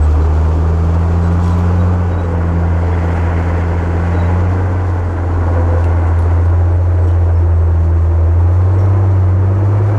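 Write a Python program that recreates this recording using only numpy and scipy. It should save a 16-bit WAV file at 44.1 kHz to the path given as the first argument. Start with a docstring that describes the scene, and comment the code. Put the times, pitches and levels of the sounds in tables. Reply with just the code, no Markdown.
"""Bulldozer pushing rock and soil

A crawler works on open ground, passing side-on and then turning its blade forward. Its six-cylinder
diesel drones from the stack while the block clatters once per firing and the gears whine faintly.
The tracks grind grit, groan, squeak and clink, and stones crack and scrape on the steel over a bed
of rumbling soil. A limiter holds the peaks."""
import sys
import numpy as np
from scipy import signal
from scipy.fft import rfft, irfft
from scipy.io import wavfile
from scipy.ndimage import uniform_filter1d, minimum_filter1d

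SR = 44100
rng = np.random.default_rng(int(sys.argv[2]) if len(sys.argv) > 2 else 0)


def persist_wave(psi):
    """Save psi, clipped to +-1, as 16-bit WAV."""
    counts = np.round(np.clip(psi, -1, 1) * 32767).astype(np.int16)
    wavfile.write(sys.argv[1], SR, np.atleast_2d(counts).T)


N = 440118
TIME = np.arange(N) / SR
FREQ = np.maximum(np.arange(N // 2 + 1) * SR / N, 1)
CYLINDERS = 6

# Soil rumbling under the hull. Each row: frequency in Hz, relative level in dB.
RUMBLE_EQ = [(12, -24), (25, -12), (45, -1), (110, 0), (150, -4.5), (220, -11), (330, -20)]
# Sand in the tracks, from the side and the front. Each row: frequency in Hz, relative level in dB.
GRIT_SIDE_EQ = [(2300, -19.5), (3200, 0.5), (3800, -2.5), (4500, -1), (5300, -2.5), (6900, -2.5),
                (7800, -6.5), (8800, -12.5), (10300, -14), (11500, -19), (13500, -21.5), (15500, -31)]
GRIT_FRONT_EQ = [(2300, -15.5), (3200, 1), (4400, 2.5), (5000, -2), (5700, 2), (7200, -1), (8300, -6),
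                 (10200, -7.5), (11400, -16), (13500, -22), (15500, -26.5)]
# The loudest pin squeals. Each row: centre and half length in seconds, pitch in Hz, relative level in dB.
PIN_SQUEALS = [(0.036, .05, 7950, -48), (1.25, 0.059, 7850, -56), (1.54, .05, 3875, -53),
               (1.81, 0.032, 3850, -49), (2.127, .055, 3840, -54), (2.196, .04, 3882, -50),
               (2.25, 0.033, 3891, -54), (2.94, .04, 3370, -51), (4.155, .06, 3903, -53),
               (4.207, .035, 3893, -44), (4.26, .025, 3898, -51), (7.067, .09, 7910, -62),
               (8.75, .05, 7907, -62), (8.83, .057, 12200, -65)]
# Blade and track frame groaning under load.
# Each row: centre and half length in seconds, pitch in Hz, glide in Hz per second, level in dB.
FRAME_GROANS = [(.26, 0.21, 415, 151, -31), (1.47, 0.13, 990, 0, -32.5), (1.83, 0.17, 509.3, 3, -29),
                (2.3, .24, 503, -12, -28), (2.92, .2, 445.6, -55, -28), (4.18, .2, 600, -2, -29.5),
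                (5.58, 0.194, 506, 7, -26), (5.73, .13, 509, 0, -25), (7.02, 0.36, 619.3, -370, -35),
                (8.22, .16, 558, 0, -34.5), (8.95, .22, 1016, 2, -36)]
# Track links knocking together. Each row: start in seconds, level in dB, pitch in Hz, decay in seconds.
LINK_HITS = [(5.84, -37, 2723, 0.012), (6.069, -45, 2742, 0.013), (7.085, -48, 3000, 0.026),
             (7.352, -55, 5340, .045), (8.785, -53, 5560, .07)]
# Stones breaking on steel. Each row: start in seconds, relative level in dB, ring in Hz, decay in seconds.
STONE_HITS = [(1.32, -53, 8600, .03), (1.432, -41, 7750, .026), (1.436, -42, 5500, .032),
              (1.467, -45, 3350, .035), (1.5, -44.5, 7800, .03), (1.58, -51, 12200, .03),
              (1.605, -49, 5350, .035), (2.894, -52, 6750, .02), (3.135, -52, 8600, .055),
              (5.813, -52, 9000, .012), (5.839, -50, 8550, .022), (6.068, -49, 6800, .014),
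              (6.189, -43, 10900, .012), (6.213, -50, 8750, .03), (6.452, -54, 8600, .025),
              (7.07, -51, 5660, .04), (7.83, -56, 7000, .025), (8.78, -49, 6100, .055)]
# The crunch of a breaking stone. Each row: frequency in Hz, relative level in dB.
CRUNCH_EQ = [(1500, -13.5), (2800, 10), (5600, 2), (8000, 3.5), (10500, -9), (13000, -11.5), (15500, -23)]
# The ring of a track shoe. Each row: mode frequency in Hz, relative level in dB.
SHOE_MODES = [(2720, -0.5), (3350, 4), (5300, -6.5), (5650, 4.5), (6750, 3), (7750, -2), (8600, -8.5),
              (10100, -11.5), (12400, -9.5), (14200, -9.5)]
# Valve train and timing gears. Each row: multiple of the firing rate, relative level in dB.
GEAR_WHINES = [(3.5, -10), (5, -13.5), (6, -20.5), (6.5, -18.5), (7.5, -15.5), (9.5, -14), (11.5, -12),
               (12.5, -17), (13.1, -13), (16.85, -17), (22.33, -24)]
# The engine bay behind the soil heap, open from the side, and behind the blade.
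# Each row: frequency in Hz, relative level in dB.
BAY_HEAP_EQ = [(120, -32), (200, -1), (209, -4.5), (298, -0.5), (334, -4.5), (410, -1.5), (539, -6),
               (701, -3.5), (860, -5.5), (1040, -8), (1180, -7), (1440, -12.5), (1890, -24), (2510, -26),
               (3050, -31), (3960, -56), (6710, -120)]
BAY_SIDE_EQ = [(120, -32.5), (200, -3), (243, -1.5), (334, -0.5), (401, -4), (434, -1), (498, -1),
               (577, -4.5), (987, -8), (1250, -15), (1470, -12.5), (1810, -19.5), (2050, -18.5),
               (2220, -25), (3050, -32.5), (3960, -52), (6710, -120)]
BAY_BLADE_EQ = [(120, -28.5), (200, -18.5), (227, -10.5), (288, -6.5), (334, 1.5), (392, -5), (424, -6),
                (492, -4), (640, -9), (742, -14.5), (998, -16.5), (1130, -20.5), (1230, -20.5), (1720, -29),
                (3050, -44.5), (3960, -60), (6710, -120)]
# Fader for the block's clatter; rumble, grit and gears follow. 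Each row: time in seconds, level in dB.
CLATTER_FADER = [(0, -30), (1.25, -30), (1.6, -28.5), (2.1, -30), (2.85, -29), (3.3, -27.5), (3.9, -29.5),
                 (4.28, -27), (5.05, -30), (5.6, -27.5), (6.5, -30.5), (6.8, -33), (7.1, -32), (7.5, -33.5),
                 (8.35, -33), (8.88, -31), (9.35, -32.5), (9.98, -29.5)]
# Engine speed, sagging under load and picking up as the blade empties.
# Each row: time in seconds, firing rate in Hz.
FIRING_RATE = [(0, 75.43), (1.1, 84.7), (1.92, 89.2), (2.45, 84.5), (3.95, 85), (4.3, 87.4), (4.62, 91.64),
               (4.85, 90.13), (5.15, 86.24), (6.2, 84), (6.85, 87.68), (7.6, 83.33), (8.25, 82.32),
               (8.78, 95.1), (9.03, 96.76), (9.29, 91.57), (9.75, 101.6), (9.98, 103.5)]
# The lope of unequal cylinders. Each row: cycles per two shaft turns, level in dB.
LOPE_TONES = [(2, -44), (3, -32), (4, -38), (5, -44), (7, -45), (8, -41), (9, -50), (10, -48)]
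# Faders for the exhaust drone and its octave, which is strong while the stack is seen from the side.
# Each row: time in seconds, level in dB.
DRONE_FADER = [(0.05, -8.5), (0.43, -11), (1.5, -12.5), (1.83, -11), (2.24, -15.5), (2.57, -13),
               (3.97, -14.5), (4.08, -13), (4.6, -12.5), (5.18, -16), (5.29, -14), (5.78, -11),
               (6.25, -10.5), (6.55, -9.5), (6.83, -11), (7.04, -10), (9.24, -9.5), (9.9, -11.5)]
OCTAVE_FADER = [(0, -29.5), (.75, -22), (1.25, -20), (1.9, -20.5), (2.2, -27.5), (2.55, -20), (2.85, -25.5),
                (4.35, -24), (4.7, -31.5), (5.1, -45.5), (5.6, -34.5), (6.5, -38.5), (7.05, -46),
                (7.85, -29), (8.4, -37.5), (8.8, -32.5), (9.55, -30), (9.98, -41)]


def undb(db):
    """Decibels to gain."""
    return 10 ** (np.asarray(db) / 20)


def unit(x):
    """Scale to rms 1."""
    return x / np.sqrt(np.mean(x ** 2))


def automation(points):
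    """Draw straight ramps through (seconds, value) points."""
    return np.interp(TIME, *np.transpose(points))


def equalise(x, points):
    """Shape a sound with an EQ curve of (Hz, dB) points that rolls off beyond its ends; rms 1."""
    hz, db = np.transpose(points)
    skirts = np.minimum(1, np.minimum(FREQ / hz[0], hz[-1] / FREQ)) ** 4
    return unit(irfft(rfft(x) * skirts * undb(np.interp(np.log(FREQ), np.log(hz), db)), N))


def band(x, low_hz, high_hz):
    """One soft-edged band of a sound; rms 1."""
    gain = 1 / (1 + (low_hz / FREQ) ** 10) / (1 + (FREQ / high_hz) ** 10)
    return unit(irfft(rfft(x) * gain, N))


def drift(rate):
    """Smooth random modulation, changing about rate times a second; rms 1."""
    size = 32768
    hz = np.arange(size // 2 + 1) * SR / N
    slow = irfft(rfft(rng.standard_normal(size)) * np.exp(-(hz / rate) ** 2))
    return np.interp(np.arange(N) * size / N, np.arange(size), unit(slow))


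def crossfade(sounds, fades_s):
    """Move from one view of the machine to the next; fades_s holds the start and end of each fade."""
    view = np.interp(TIME, fades_s, np.arange(1, len(fades_s) + 1) // 2)
    return sum(np.maximum(1 - np.abs(view - k), 0) * x for k, x in enumerate(sounds))


def track_in_view(hidden_s=2, fade_s=.25):
    """Falls from 1 to 0 as a heap screens the near track."""
    return .5 - .5 * np.tanh((TIME - hidden_s) / fade_s)


def machine_levels(clatter_db, side_on_s=3.55, half_pass_s=.81):
    """Body, rattle and grit swell with the clatter; the open engine side and bare track add brightness."""
    swell_db = clatter_db + 30  # above the usual clatter
    open_side = 1 / (1 + ((TIME - side_on_s) / half_pass_s) ** 6)
    body_db = -26 + .78 * swell_db
    rattle_db = -43 + 1.02 * swell_db + 5.5 * open_side
    grit_db = -53.5 + .87 * swell_db + 2.5 * open_side + 4.5 * track_in_view()
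    return body_db, rattle_db, grit_db


def ground(body_db, trim_db=-5):
    """The low bed: soil and hull rumble as the machine works."""
    return equalise(rng.standard_normal(N), RUMBLE_EQ) * undb(body_db + trim_db)


def pin_chirps(low_hz=3975, high_hz=7920, threshold=.38, blur=.9):
    """Dry pins catch and let go in faint chirps; the low ones carry only while the track is in view."""
    def chirps(hz):
        caught = np.clip(drift(9) - threshold, 0, 1)
        return caught * np.sqrt(2) * np.sin(2 * np.pi * hz * TIME + blur * drift(45))
    return undb(-57) * track_in_view() * chirps(low_hz) + undb(-67) * chirps(high_hz)


def stick_slip(rows, waver, chatter_db):
    """Steel sticks and slips: unsteady tones swell and die away. Rows are laid out as in FRAME_GROANS."""
    wobble, grip, out = drift(84), undb(chatter_db * drift(60)), np.zeros(N)
    for centre, half_length, hz, glide, db in rows:
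        span = np.abs(TIME - centre) < half_length
        t = TIME[span] - centre
        swell = np.cos(np.pi / 2 * t / half_length) ** 4
        pitch = (hz + glide * t) * (1 + waver * wobble[span])
        phase = 2 * np.pi * np.cumsum(pitch) / SR
        out[span] += undb(db) * np.sqrt(2) * swell * grip[span] * np.sin(phase)
    return out


def pin_squeals(trim_db=1):
    """Now and then a dry pin squeals aloud at a nearly steady pitch."""
    rows = [(centre, half_length, hz, 0, db) for centre, half_length, hz, db in PIN_SQUEALS]
    return undb(trim_db) * stick_slip(rows, waver=.0021, chatter_db=1.5)


def frame_groans():
    """Heavy plates moan under load with a rough, sliding pitch."""
    return stick_slip(FRAME_GROANS, waver=.008, chatter_db=1)


def link_clinks(attack_s=.00088, jangle=.6, crack_db=-5, crack_s=.0056):
    """A link drops on its neighbour with a crack and jangles briefly, damped by soil."""
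    crunch, wobble, out = equalise(rng.standard_normal(N), CRUNCH_EQ), drift(200), np.zeros(N)
    for start, db, hz, decay in LINK_HITS:
        span = (TIME > start) & (TIME < start + .5)
        t = TIME[span] - start
        ring = np.sqrt(2) * np.exp(-t / decay) * np.sin(2 * np.pi * hz * t + jangle * wobble[span])
        crack = undb(crack_db) * np.exp(-t / crack_s) * crunch[span]
        out[span] += undb(db) * np.minimum(t / attack_s, 1) * (ring + crack)
    return out


def track_grit(firings, grit_db, grains_per_s=900, spread_db=2, crackle_db=-6, surge_db=.8, throb=.052):
    """Sand crushed under the shoes crackles over the hiss of the machine."""
    grains = (rng.random(N) < grains_per_s / SR) * rng.standard_normal(N)
    grains *= undb(spread_db * np.minimum(rng.exponential(size=N), 4))
    tick = rng.standard_normal(SR // 50) * np.exp(-TIME[:SR // 50] / .001)
    crackle = unit(signal.fftconvolve(grains, tick)[:N])
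    hiss = rng.standard_normal(N) * (1 + throb * np.cos(2 * np.pi * firings))
    sand = hiss + undb(crackle_db) * crackle
    views = [equalise(sand, eq) for eq in (GRIT_SIDE_EQ, GRIT_FRONT_EQ)]
    return crossfade(views, fades_s=(3.8, 6.7)) * undb(grit_db + surge_db * drift(20))


def stone_cracks(crunch_db=1, ping_db=-6, shoe_db=-9.5, blur_hz=200, ragged_db=9.5):
    """A stone gives way in a ragged crunch with a blurred ping, and the track shoe rings with it."""
    crunch = unit(equalise(rng.standard_normal(N), CRUNCH_EQ) * undb(ragged_db * drift(340)))
    blur = drift(blur_hz) + 1j * drift(blur_hz)
    shoe = unit(sum(undb(db) * drift(60) * np.sin(2 * np.pi * hz * TIME) for hz, db in SHOE_MODES))
    out = np.zeros(N)
    for start, db, hz, decay in STONE_HITS:
        span = (TIME > start) & (TIME < start + .5)
        t = TIME[span] - start
        attack = .11 * decay  # long crunches start slowly
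        envelope = np.minimum(t / attack, 1) * np.exp(-np.maximum(t - attack, 0) / decay)
        ping = np.real(blur[span] * np.exp(2j * np.pi * hz * t))
        layers = undb(crunch_db) * crunch[span] + undb(ping_db) * ping + undb(shoe_db) * shoe[span]
        out[span] += undb(db) * envelope * layers
    return out


def gear_whine(firings, clatter_db, trim_db=-3.5, fade_db=3, backlash=.52):
    """Faint whines ride the engine speed; backlash blurs them and they come and go."""
    tones = sum(undb(db + fade_db * drift(2.2)) * np.sin(2 * np.pi * k * firings + backlash * drift(12))
                for k, db in GEAR_WHINES)
    return np.sqrt(2) * tones * undb(clatter_db + trim_db)


def block_knocks(firings, decay_s=.055, scatter_db=1.5):
    """Each cylinder strikes the block at its own place, so its own dense ring returns every two turns."""
    starts = np.flatnonzero(np.diff(np.floor(firings)) > 0)
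    t = TIME[:SR // 4]
    rings = rng.standard_normal((CYLINDERS, len(t))) * np.exp(-t / decay_s)
    strengths = undb(scatter_db * rng.standard_normal(N))
    out = 0
    for cylinder, ring in enumerate(rings):
        blows, own_starts = np.zeros(N), starts[cylinder::CYLINDERS]
        blows[own_starts] = strengths[own_starts]
        out += signal.fftconvolve(blows, ring)[:N]
    return unit(out)


def engine_bay(firings, body_db, clatter_db, rattle_db, rush_db=2.5, throb=.19, flutter_db=.76):
    """Knocks and the throbbing rush of gas and fan ring the panels; heap and blade screen them in turn."""
    rush = rng.standard_normal(N) * (1 + throb * np.cos(2 * np.pi * firings))
    drive = block_knocks(firings) + undb(rush_db) * rush
    views = [equalise(drive, eq) for eq in (BAY_HEAP_EQ, BAY_SIDE_EQ, BAY_BLADE_EQ)]
    bands = (197, 613, body_db - .3), (653, 1576, clatter_db - .3), (1571, 3500, rattle_db + .19)
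    out = 0
    for low_hz, high_hz, db in bands:
        heard = crossfade([band(view, low_hz, high_hz) for view in views], fades_s=(1.8, 2.8, 6.2, 6.9))
        out += heard * undb(db + flutter_db * drift(25))
    return out


def exhaust(firings, octave_lead_rad=.85):
    """The stack smooths the firings to a drone and its octave; unequal cylinders make it lope."""
    phase = 2 * np.pi * firings
    drone = undb(automation(DRONE_FADER) + .4 * drift(7.6)) * np.cos(phase)
    octave = undb(automation(OCTAVE_FADER) + drift(14)) * np.cos(2 * phase + octave_lead_rad)
    lope = sum(undb(db + 2 * drift(6.8)) * np.cos(cycles * phase / CYLINDERS + rng.uniform(0, 2 * np.pi))
               for cycles, db in LOPE_TONES)
    return np.sqrt(2) * (drone + octave + lope)


def scene():
    """Diesel, tracks, stones and ground in one mono mix: open air, with no walls to echo."""
    firings = np.cumsum(automation(FIRING_RATE)) / SR  # running count: the engine's clock
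    clatter_db = automation(CLATTER_FADER)
    body_db, rattle_db, grit_db = machine_levels(clatter_db)
    diesel = exhaust(firings) + engine_bay(firings, body_db, clatter_db, rattle_db)
    diesel += gear_whine(firings, clatter_db)
    crawler = track_grit(firings, grit_db) + pin_chirps() + pin_squeals() + frame_groans() + link_clinks()
    return (diesel + crawler + stone_cracks() + ground(body_db))[None]


def record(dry, ceiling=.65, fade_in_s=.002, top_hz=15500):
    """A fast limiter ducks the highest peaks; the sound fades in at once and the top is cut."""
    window = SR // 100
    needed_gain = np.minimum(1, ceiling / (np.abs(dry) + 1e-9))
    gain = uniform_filter1d(minimum_filter1d(needed_gain, window), window)
    fade_in = np.minimum(1, TIME / fade_in_s)
    high_cut = signal.ellip(8, .2, 70, top_hz, fs=SR, output="sos")
    return signal.sosfilt(high_cut, dry * gain * fade_in)


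dry = scene()
out = record(dry)
persist_wave(out)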